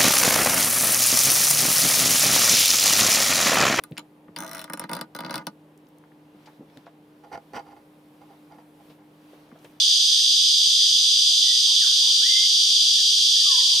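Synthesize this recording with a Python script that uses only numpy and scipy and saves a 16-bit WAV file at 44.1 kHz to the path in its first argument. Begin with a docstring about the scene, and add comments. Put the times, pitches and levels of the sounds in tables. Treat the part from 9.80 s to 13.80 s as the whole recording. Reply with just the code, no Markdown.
"""Among trees, a cicada sings close by: its two tymbals take turns, each buckling in three snaps
that ring its body. Many more cicadas merge into a hiss behind it. Distant birds whistle and slur,
echoing among the trunks. One faint dry tick sounds, and a low rumble of air lies under it all."""
import sys
import numpy as np
from scipy import signal
from scipy.fft import rfft, irfft
from scipy.io import wavfile

SR = 44100
rng = np.random.default_rng(int(sys.argv[2]) if len(sys.argv) > 2 else 0)


def materialize(psi):
    """Save the field psi as 16-bit PCM at rate SR to the path in sys.argv[1].

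    A 1-D psi becomes a single channel; in a 2-D psi each row is a channel.
    """
    bounded = np.clip(np.atleast_2d(psi).T, -1, 1)
    quanta = np.round(bounded * 32767).astype(np.int16)
    wavfile.write(sys.argv[1], SR, quanta)


N = 176400
TIME = np.arange(N) / SR
FREQS = np.maximum(np.fft.rfftfreq(N, 1 / SR), 1)


def near_cicada():
    """Tymbal snaps ring the body's resonances; the leaves add a short scatter."""
    # body resonances: f/Hz, width/Hz, relative level/dB, left minus right/dB, swing either way/dB
    resonances = [(3307, 223, -25.5, -2.5, 0), (3556, 98, -33.5, -18.5, -0.5), (3660, 20, -32, -7, 0),
                  (3870, 140, -33, -8.5, -0.5), (4210, 67, -35, -1.6, 0.5), (4707, 125, -25, 6, 0.5),
                  (4995, 183, -27, 2.1, -1), (5430, 64, -40.5, 0, 0.5), (5570, 166, -32.5, 4.5, 3.5),
                  (6120, 244, -33, 2, -1.8), (6685, 239, -45.5, -2, 2.5), (7800, 1840, -39, 2, 0),
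                  (8920, 520, -43.5, 6, 1), (11500, 1400, -65, 0, -2), (12915, 1200, -62, 1.9, 4)]
    register_edges_hz, shift_at_s, shift_span_s = (4500, 7200), 2.1, .33
    colour_shift = np.tanh((TIME - shift_at_s) / shift_span_s)  # the timbre tilts once, from -1 to +1
    drives = tymbal_snaps()
    song = 0
    for k, (hz, width, db, pan_db, swing_db) in enumerate(resonances):
        drive = drives[np.searchsorted(register_edges_hz, hz)]
        radius = np.exp(-np.pi * width / SR)
        poles = [1, -2 * radius * np.cos(2 * np.pi * hz / SR), radius ** 2]
        ring = (-1) ** k * rms_one(signal.lfilter([1, 0, -1], poles, drive))  # alternating polarity
        song = song + ring * from_db(db + swing_db * colour_shift) * pan(pan_db)
    return from_db(-.18) * song + from_db(-17) * scatter(song.mean(0), t60_s=.2)


def tymbal_snaps():
    """Two tymbals buckle in turn, three ribs each: a click train for each of the body's registers."""
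    # tymbal cycle rate: t/s, f/Hz
    song_rate = [(0.0, 67.98), (0.09, 68.14), (0.31, 67.78), (0.48, 68.13), (0.68, 67.72), (0.8, 67.9),
                 (1.07, 68.07), (1.24, 67.89), (1.5, 68.05), (1.7, 68.01), (1.9, 67.78), (2.2, 67.91),
                 (2.82, 67.89), (2.96, 68.04), (3.26, 68.09), (3.42, 68.01), (3.71, 68.12), (4.0, 67.97)]
    # rib snaps: position/cycles, low drive/dB, middle drive/dB, high drive/dB
    ribs = np.array([(-0.0247, -1.5, -16.6, 1.9), (0.1233, -7.9, 0.6, -1.5), (0.2706, -11.5, -0.4, 2.3),
                     (0.4707, 0.5, -12.2, -6.8), (0.6216, -7.0, 2.2, 2.1), (0.7652, -17.7, 0.4, -6.1)])
    jitter_s, spread_db, band_hz = 3e-6, .5, [2850, 11700]
    cycles = .048 + np.cumsum(np.interp(TIME, *np.transpose(song_rate))) / SR
    snap_cycles = (np.arange(int(cycles[-1]) + 1)[:, None] + ribs[:, 0])
    times = np.interp(snap_cycles, cycles, TIME, left=-1, right=-1)
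    times += jitter_s * rng.standard_normal(times.shape)
    force_db = spread_db * rng.standard_normal(times.shape)
    trains = [clicks(times.ravel(), from_db(db + force_db).ravel()) for db in ribs[:, 1:].T]
    return [butter(train, band_hz, "band", order=3) for train in trains]


def far_chorus():
    """Countless distant cicadas blur into a finely fluttering hiss."""
    # hiss spectrum: f/Hz, left level/dB, right level/dB
    spectrum = [(1880, -86, -96), (2300, -102, -82), (2697, -80.5, -70), (3060, -57, -53.5),
                (3520, -59.5, -47), (3680, -58, -55), (4370, -60.5, -55.5), (4790, -48, -57.5),
                (4896, -54, -50), (5420, -62, -64), (6350, -59, -59), (6480, -59, -63),
                (7320, -72.5, -74.5), (9360, -69.5, -71), (10160, -77.5, -79), (11200, -78, -78.5),
                (11800, -81, -85), (13100.0, -80.5, -83.5), (14500.0, -90.9, -89), (15700, -100, -100)]
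    # stereo image of the hiss: f/Hz, left-right correlation
    correlation = [(2500, 0.63), (3400, 0.18), (4800, 0.4), (6200, 0.62), (9000, 0.15), (14000, 0.29)]
    stereo_db = np.array([over_hz(spectrum, column=1), over_hz(spectrum, column=2)])
    hiss = stereo_noise(stereo_db + .11, correlation)
    flutter = rms_one(butter(drift(450), 110, "high"))
    return hiss * (1 + .098 * flutter)


def birds():
    """Pure whistles glide through three pitches and echo among the trunks."""
    # whistles: t/s, length/s, start f/Hz, middle f/Hz, end f/Hz, level/dB,
    # left minus right/dB, reverb send/dB
    notes = [(.05, 0.079, 1910, 1850, 1860, -60, 0, -4), (.28, .14, 1675, 1765, 1870, -61, 0, -6),
             (.95, .125, 1990, 1943, 1930, -57.5, 1, -3), (1.62, 0.13, 1986, 1950, 1930, -52, 4, -1),
             (1.849, 0.1, 985, 959, 930, -58, 1, -7), (2.005, .055, 2014, 1644, 1290, -45, -1, 0.5),
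             (2.05, 0.043, 1390, 1150, 775, -55, -1, -1), (2.21, 0.11, 958, 957, 965, -55, 0, -11),
             (2.41, 0.075, 1312, 1828, 2050, -43, 3, -2), (2.465, .205, 2086, 2088, 2124, -41, 6, -13),
             (3.175, 0.052, 1790, 1770, 1580, -52, 0, -12), (3.54, .10, 1720, 1810, 1820, -56.5, 1, -10),
             (3.644, 0.12, 1260, 1120, 984, -46, 3, -7), (3.47, .035, 934, 850, 680, -56, 0, -4),
             (3.745, 0.078, 1009, 971, 1004, -48, 3, -0.5), (3.69, 0.087, 1755, 1740, 1560, -56, -3, -2),
             (3.795, 0.037, 1970, 1850, 1530, -51, 0, -8)]
    attack_share, release_s = .24, .014
    waver = 1 + .0057 * drift(41)
    flicker = from_db(3 * drift(43))
    direct, send = np.zeros((2, N)), np.zeros(N)
    for start, length, *pitches_hz, db, pan_db, send_db in notes:
        t = TIME - start
        glide = np.polyfit([0, .5, 1], pitches_hz, 2)
        hz = waver * np.polyval(glide, np.clip(t / length, 0, 1))
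        attack = np.clip(t / (attack_share * length), 0, 1)
        release = np.clip((length - t) / release_s, 0, 1)
        tone = np.sqrt(2) * np.sin(2 * np.pi * np.cumsum(hz) / SR)
        note = from_db(db) * flicker * attack * release * tone
        direct += note * pan(pan_db)
        send += note * from_db(send_db)
    return direct + scatter(send, t60_s=.8)


def tick():
    """One dull, dry tick on the right: a fast-dying burst of midrange noise."""
    start_s, decay_s, band_hz = 3.386, .0061, [650, 1800]
    envelope = (TIME >= start_s) * np.exp(-abs(TIME - start_s) / decay_s)
    burst = butter(rng.standard_normal(N) * envelope + 1e-18, band_hz, "band")
    return 2 * from_db(-47.5) * pan(-13) * burst / abs(burst).max()


def air():
    """A faint bed of rumbling air, nearly mono in the bass and wider above."""
    # rumble spectrum: f/Hz, relative level/dB
    spectrum = [(12, -45), (20, -18), (49, -4), (70, -2), (140, -9.5), (174, -7), (202, -8.5), (331, -8),
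                (594, -15), (676, -13.5), (958, -16), (1600, -14), (2080, -10), (3520, -120)]
    # stereo image of the rumble: f/Hz, left-right correlation
    correlation = [(30, .99), (70, 0.91), (150, 1), (500, 0.58), (1500, 0.6)]
    rumble = butter(stereo_noise(over_hz(spectrum), correlation), 3000, "low")
    return from_db(-56.5) * rms_one(rumble)


def scatter(x, t60_s):
    """Dense dying echoes from leaves and trunks, different for each ear."""
    t = TIME[:SR]
    build_up = 1 - np.exp(-t / .02)
    tail = rng.standard_normal((2, SR)) * from_db(-60 * t / t60_s) * build_up
    tail /= np.sqrt((tail ** 2).sum(1, keepdims=True))
    return signal.fftconvolve(x[None], tail, axes=1)[:, :N]


def clicks(times, gains):
    """Clicks placed between the samples by a windowed sinc."""
    index = (times * SR).astype(int)[:, None] + np.arange(-7, 9)
    offset = index - times[:, None] * SR
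    shape = np.sinc(offset) * np.sinc(offset / 8)
    inside = (index >= 0) & (index < N)
    return np.bincount(index[inside], (gains[:, None] * shape)[inside], N) + 1e-18


def stereo_noise(density_db, correlation):
    """Mid-side noise with a given spectrum and left-right correlation."""
    mid, side = rfft(rng.standard_normal((2, N)))
    alike = np.clip(over_hz(correlation), -1, 1)
    left_right = np.sqrt(1 + alike) * mid + np.sqrt(1 - alike) * side * [[1], [-1]]
    return irfft(from_db(density_db) * left_right, N) * np.sqrt(SR) / 2


def drift(hz):
    """Random modulation at unit rms, rolling off above hz."""
    return rms_one(irfft(rfft(rng.standard_normal(N)) / (1 + (FREQS / hz) ** 2), N))


def over_hz(points, column=1):
    """One column of a spectrum table at every frequency."""
    points = np.array(points)
    return np.interp(np.log(FREQS), np.log(points[:, 0]), points[:, column])


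def butter(x, hz, kind, order=2):
    """Butterworth filter."""
    return signal.sosfilt(signal.butter(order, hz, kind, fs=SR, output="sos"), x)


def pan(db):
    """Left and right gains for a level difference."""
    return from_db(np.array([[.5], [-.5]]) * db)


def from_db(db):
    """Decibels to gain."""
    return 10 ** (np.asarray(db) / 20)


def rms_one(x):
    """Scale to unit rms."""
    return x / np.sqrt(np.mean(x ** 2) + 1e-20)


def scene():
    """Cicadas fill the treble; birds, tick and air lie far below them."""
    cicadas = butter(near_cicada() + far_chorus(), hz=2120, kind="high", order=10)
    return cicadas + birds() + tick() + air()


def record(dry):
    """A steep high cut on the whole mix."""
    cutoff_hz = 15700
    return signal.sosfiltfilt(signal.ellip(10, .05, 70, cutoff_hz, fs=SR, output="sos"), dry)


dry = scene()
out = record(dry)
materialize(out)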